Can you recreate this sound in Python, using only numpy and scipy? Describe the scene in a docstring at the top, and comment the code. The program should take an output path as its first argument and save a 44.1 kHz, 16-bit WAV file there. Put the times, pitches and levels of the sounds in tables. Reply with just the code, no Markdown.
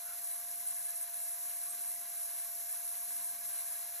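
"""Cavitation in the water bath of an ultrasonic record cleaner, close to two microphones in a quiet room.
Collapsing bubbles hiss and break into spells of sizzling that ring the tank, with one bright spit.
The stirred water gurgles faintly. A small motor hums at a slightly wavering speed
over a soft rush of air through the housing."""
import sys
import numpy as np
from scipy import signal
from scipy.fft import rfft, irfft
from scipy.io import wavfile

SR = 44100
rng = np.random.default_rng(int(sys.argv[2]) if len(sys.argv) > 2 else 0)


def digitize_waveform(pressure):
    """Quantize a signal to 16-bit integers and store it at the path in sys.argv[1].

    Rows of a 2-D input are taken as channels; values are limited to [-1, 1].
    """
    field = np.atleast_2d(pressure).T
    bounded = np.clip(field, -1, 1)
    quanta = np.round(bounded * 32767).astype(np.int16)
    wavfile.write(sys.argv[1], SR, quanta)


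N = 176400
TIME_S = np.arange(N) / SR
FREQ_HZ = np.fft.rfftfreq(N, 1 / SR)


# Cavitation spectrum: f/Hz, relative level/dB
HISS_SPECTRUM = [(2000, -125), (4000, -106), (4900, -94), (5600, -88.3), (6500, -89), (7300, -86.5),
                 (8000, -84), (8500, -83), (8900, -81), (9300, -80), (10400, -76.3), (11000, -77.2),
                 (11700, -79), (12500, -82.3), (13300, -89), (14300, -97.5), (15000, -100), (15600, -95)]

def hiss(lift_db, level_db=-41, growth_db_per_s=.33, swell_db=.46):
    """A steady, slightly restless cloud of collapsing bubbles."""
    envelope_db = growth_db_per_s * TIME_S + swell_db * wander(rate_hz=24) + lulls()
    drive = collapses(per_s=28000) * amp(envelope_db)
    return amp(level_db) * radiate(drive, HISS_SPECTRUM, lift_db)


# Sizzling spells: start t/s, length/s, relative level/dB
SIZZLE_SPELLS = [(0.24, 0.12, 1.3), (0.47, 0.15, -2.2), (0.667, 0.016, 11), (0.69, 0.02, 4.2),
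                 (0.735, 0.085, 0.8), (0.845, 0.02, 5.5), (0.885, 0.022, 3.2), (0.955, 0.027, 3.5),
                 (1.005, 0.032, 3.8), (1.135, 0.025, 2.8), (1.19, 0.065, 1.8), (1.275, 0.065, 3.6),
                 (1.39, 0.21, -1), (1.615, 0.06, 2), (1.722, 0.025, 2), (1.81, 0.14, 2), (2.165, 0.095, 1),
                 (2.29, 0.17, -.5), (2.69, 0.025, 0), (2.722, 0.03, 4.6), (2.84, 0.07, 2), (2.93, 0.11, 0),
                 (3.09, 0.23, .3), (3.45, 0.17, 1), (3.63, 0.18, -.4)]
# Sizzle spectrum: f/Hz, relative level/dB
SIZZLE_SPECTRUM = [(6000, -46), (7500, -23), (7950, -16), (8400, -16.5), (8570, -9), (8720, 0), (8900, 0),
                   (9100, -4), (9260, -9), (9450, -6), (9700, -11.5), (10500, -18), (12000, -29),
                   (14000, -44)]

def sizzle(lift_db, level_db=-43.9, idle_db=-11, attack_s=.008, release_s=.012):
    """Bubble clusters flare up, flutter and die away."""
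    envelope = amp(idle_db + lulls())
    for start, length, db in SIZZLE_SPELLS:
        attack = np.clip((TIME_S - start) / attack_s + .5, 0, 1)
        release = np.exp(-np.maximum(TIME_S - start - length, 0) / release_s)
        envelope = np.maximum(envelope, amp(db) * attack * release)
    clicks = collapses(per_s=18000)
    flutter_db = 2.2 * np.clip(wander(rate_hz=70), -2, 1)
    return amp(level_db) * radiate(clicks * envelope * amp(flutter_db), SIZZLE_SPECTRUM, lift_db)


# Spit spectrum: f/Hz, relative level/dB
SPIT_SPECTRUM = [(7000, -40), (7900, -18), (8200, -3), (8600, 0), (9300, -4), (10300, -5), (11000, -14),
                 (13000, -40)]

def spit(centre_s=1.706, length_s=.034, level_db=-41, pulse_hz=115, pulse_depth=.3):
    """One bright bubble cluster bursts straight ahead in a few quick pulses."""
    t = TIME_S - centre_s
    pulses = 1 + pulse_depth * np.cos(2 * np.pi * pulse_hz * t)
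    cluster = radiate(collapses(per_s=20000), SPIT_SPECTRUM, lift_db=0, aside=0)
    return amp(level_db) * bump(centre_s, length_s) * pulses * cluster


def collapses(per_s):
    """Two trains of clicks from collapsing bubbles, at the same instants with separate random strengths."""
    return rng.standard_normal((2, N)) * (rng.random(N) < per_s / SR)


# Cavitation lulls: centre t/s, length/s, gain/dB
CAVITATION_LULLS = [(.12, .2, -1), (1.09, .09, -2), (2.06, .07, -1.5), (3.385, .09, -2.6),
                    (3.92, .16, -1.6)]

def lulls():
    """Gain in dB as the cavitation briefly slackens."""
    return sum(db * bump(centre, length) for centre, length, db in CAVITATION_LULLS)


# Tank modes: f/Hz, lift/dB
TANK_MODES = [(8748, 6.5), (8840, 4.5), (9040, 3), (9130, 4), (9232, 3.5), (9485, 4.5), (9722, 7),
              (9925, 3), (10029, 3.5), (10172, 3), (10476, 3.5), (10637, 4.5), (10893, 5.5), (11027, 5.5),
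              (11322, 3), (11535, 2.5), (11890, 4), (11989, 3), (12096, 2.5), (12190, 3), (12297, 3.5),
              (12543, 4.5)]

def tank():
    """Lift in dB from the ringing water tank."""
    return resonances(TANK_MODES, half_width_hz=24)


# Bubble families: f/Hz, spread/Hz, level/dB
BUBBLE_FAMILIES = [(1050, 86, -71), (1650, 82, -70), (2129, 190, -72)]

def water(chirp_db=-60.5):
    """Stirred water gurgles faintly, with one short chirp."""
    burble = sum(amp(db) * gurgles(hz, spread) for hz, spread, db in BUBBLE_FAMILIES)
    chirp = noise_band(centre_hz=1430, width_hz=270) * bump(centre_s=.095, length_s=.14)
    return burble + amp(chirp_db) * chirp


def gurgles(centre_hz, spread_hz, per_s=75, decay_s=.0055, rise_per_s=1.5, range_db=10):
    """Small bubbles ring near one pitch; each swells, glides up a little and dies."""
    t = np.arange(0, 8 * decay_s, 1 / SR)
    envelope = t * np.exp(-t / decay_s)
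    glide = 1 + rise_per_s * (t - decay_s)
    bubbles = np.zeros(N + len(t))
    for when, pitch, faintness in rng.random((round(per_s * N / SR), 3)):
        ring_hz = centre_hz + spread_hz * np.log((pitch + .01) / (1.01 - pitch)) / 2  # logistic scatter
        ring = np.sin(2 * np.pi * np.cumsum(ring_hz * glide) / SR)
        start = int(when * N)
        bubbles[start:start + len(t)] += amp(-range_db * faintness) * envelope * ring
    return unit_rms(bubbles[:N])


# Main motor tone: t/s, f/Hz
MOTOR_PITCH = [(0, 691.2), (0.2, 692.9), (0.35, 692.1), (0.55, 694.4), (0.7, 692.9), (0.95, 688.3),
               (1.05, 690.5), (1.2, 687.6), (1.5, 693.2), (1.8, 695.2), (2.15, 690.8), (2.25, 686.4),
               (2.36, 690.6), (2.55, 688.0), (2.78, 692.9), (2.95, 692.4), (3.17, 694.7), (3.55, 688.2),
               (4, 689.0)]
# Motor harmonics: multiple of turning rate, level/dB, left lead/rad
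MOTOR_HARMONICS = [(3, -60.3, -0.7), (6, -86, 0.1), (9, -84.5, -2.4), (12, -77, -2)]
# Once-a-turn hum: t/s, level/dB
ROTOR_HUM = [(0, -84), (.45, -85.5), (.56, -78.5), (.82, -80.5), (.95, -89), (1.4, -87), (1.75, -79.5),
             (2.02, -80), (2.15, -86.5), (2.7, -87), (3.15, -77.5), (3.48, -78.5), (3.58, -83.5),
             (4, -85.5)]

def motor(main_order=3, jitter_hz=.78, waver_db=.25, mains_hz=119, mains_db=-92.5):
    """Tones at multiples of the turning rate, a swelling low hum and a trace of mains hum."""
    pitch_hz = np.interp(TIME_S, *np.transpose(MOTOR_PITCH)) + jitter_hz * wander(rate_hz=13)
    angle = 2 * np.pi * np.cumsum(pitch_hz) / SR / main_order
    side = np.array([[.5], [-.5]])
    tones = sum(amp(db) * np.sin(order * angle + side * lead) for order, db, lead in MOTOR_HARMONICS)
    tones *= amp(waver_db * wander(rate_hz=7.2))
    hum = amp(np.interp(TIME_S, *np.transpose(ROTOR_HUM))) * np.sin(angle)
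    mains = amp(mains_db) * np.sin(2 * np.pi * mains_hz * TIME_S)
    return np.sqrt(2) * (tones + hum + mains)


# Air and room floor spectrum: f/Hz, relative level/dB
AIR_SPECTRUM = [(20, -122.6), (40, -114.9), (62, -105.9), (120, -104.5), (190, -109), (400, -105.5),
                (600, -101.5), (760, -93), (900, -99), (1030, -91.5), (1150, -92), (1300, -100.5),
                (1520, -91.5), (1680, -88.5), (1850, -96), (2100, -93), (2500, -95.5), (3300, -97),
                (3700, -95), (3950, -88.5), (4400, -93), (6000, -105), (12000, -125)]

def air(lift_db, level_db=-59, growth_db_per_s=.49, swell_db=1.2):
    """A soft rush of air, slowly growing."""
    envelope_db = growth_db_per_s * TIME_S + swell_db * wander(rate_hz=22)
    drive = rng.standard_normal((2, N)) * amp(envelope_db)
    return amp(level_db) * radiate(drive, AIR_SPECTRUM, lift_db)


# Housing modes: f/Hz, lift/dB
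HOUSING_MODES = [(290, 6), (460, 2.5), (760, 3), (823, 5.5), (995, 6.5), (1384, 7), (1728, 6), (1858, 4),
                 (2067, 5), (2772, 9)]

def housing():
    """Lift in dB from the resonating housing."""
    return resonances(HOUSING_MODES, half_width_hz=5.9)


def reflections(ripple_db=2, spacing_hz=30):
    """Fine spectral ripple in dB from the desk and walls."""
    knots_hz = np.arange(0, SR / 2, spacing_hz)
    return ripple_db * np.interp(FREQ_HZ, knots_hz, rng.standard_normal(len(knots_hz)))


# Likeness of the two microphones: f/Hz, coherence
MIC_COHERENCE = [(40, .98), (130, 0.91), (280, 0.39), (600, 0.11), (850, 0.36), (1100, 0.83), (1450, 1),
                 (2300, 1), (2800, .95), (3600, .86), (4500, .62), (5300, .7), (5750, 1), (6400, 1),
                 (7100, .68), (8200, .86), (8700, .99), (9400, 1), (9900, .92), (11600, .92), (12100, .99),
                 (13300, .98), (14400, .6), (15300, .85)]
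# Earlier arrival at the left microphone: f/Hz, lead/rad
LEFT_LEAD = [(20, 0), (2400, 0), (3700, .15), (4300, 1), (4900, 3.2), (5250, 5.4), (5750, 6.28),
             (6450, 6.35), (7400, 7.8), (8400, 9.2), (8800, 9.3), (9500, 9.45), (9750, 9.95), (11000, 11.1),
             (11650, 11.7), (11900, 12.4), (12200, 12.55), (13800, 12.6), (14300, 13.1), (14600, 15.7)]

def radiate(drive, spectrum, lift_db, aside=1):
    """Colours two uncorrelated drives and blends them into stereo, rms 1; aside=0 is straight ahead."""
    first, second = rfft(drive) * amp(log_curve(spectrum) + lift_db)
    coherence = log_curve(MIC_COHERENCE)
    shared = first * np.sqrt((1 + coherence) / 2)
    apart = second * np.sqrt((1 - coherence) / 2)
    shift = np.exp(.5j * aside * log_curve(LEFT_LEAD))
    return unit_rms(irfft(np.array([(shared + apart) * shift, (shared - apart) / shift]), N))


def resonances(modes, half_width_hz):
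    """Summed narrow peaks in dB."""
    return sum(db / (1 + ((FREQ_HZ - hz) / half_width_hz) ** 2) for hz, db in modes)


def noise_band(centre_hz, width_hz):
    """Soft-edged band of noise, rms 1."""
    rolloff = 1 + (2 * (FREQ_HZ - centre_hz) / width_hz) ** 4
    return unit_rms(irfft(rfft(rng.standard_normal(N)) / rolloff, N))


def wander(rate_hz):
    """Zero-mean random drift up to about rate_hz, rms 1."""
    lowpass = (FREQ_HZ > 0) / (1 + (FREQ_HZ / rate_hz) ** 4)
    return unit_rms(irfft(rfft(rng.standard_normal(N)) * lowpass, N))


def bump(centre_s, length_s):
    """Gaussian envelope, length_s between its 1/e points."""
    return np.exp(-(2 * (TIME_S - centre_s) / length_s) ** 2)


def log_curve(points):
    """Table interpolated over log frequency."""
    hz, value = np.transpose(points)
    return np.interp(np.log(FREQ_HZ + 1), np.log(hz + 1), value)


def unit_rms(x):
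    """Scales to rms 1."""
    return x / np.sqrt(np.mean(x ** 2) + 1e-20)


def amp(db):
    """Decibels to gain."""
    return 10 ** (np.asarray(db) / 20)


def scene():
    """Cavitation over air, water and motor."""
    room_db = reflections()
    bath_db = tank() + room_db
    cavitation = hiss(bath_db) + sizzle(bath_db) + spit()
    return cavitation + air(housing() + room_db) + water() + motor()


def record(dry, cutoff_hz=15700):
    """The recorder's band limit."""
    lowpass = signal.firwin(511, cutoff_hz, window=("kaiser", 9), fs=SR)
    return signal.oaconvolve(dry, lowpass[None], "same")


dry = scene()
out = record(dry)
digitize_waveform(out)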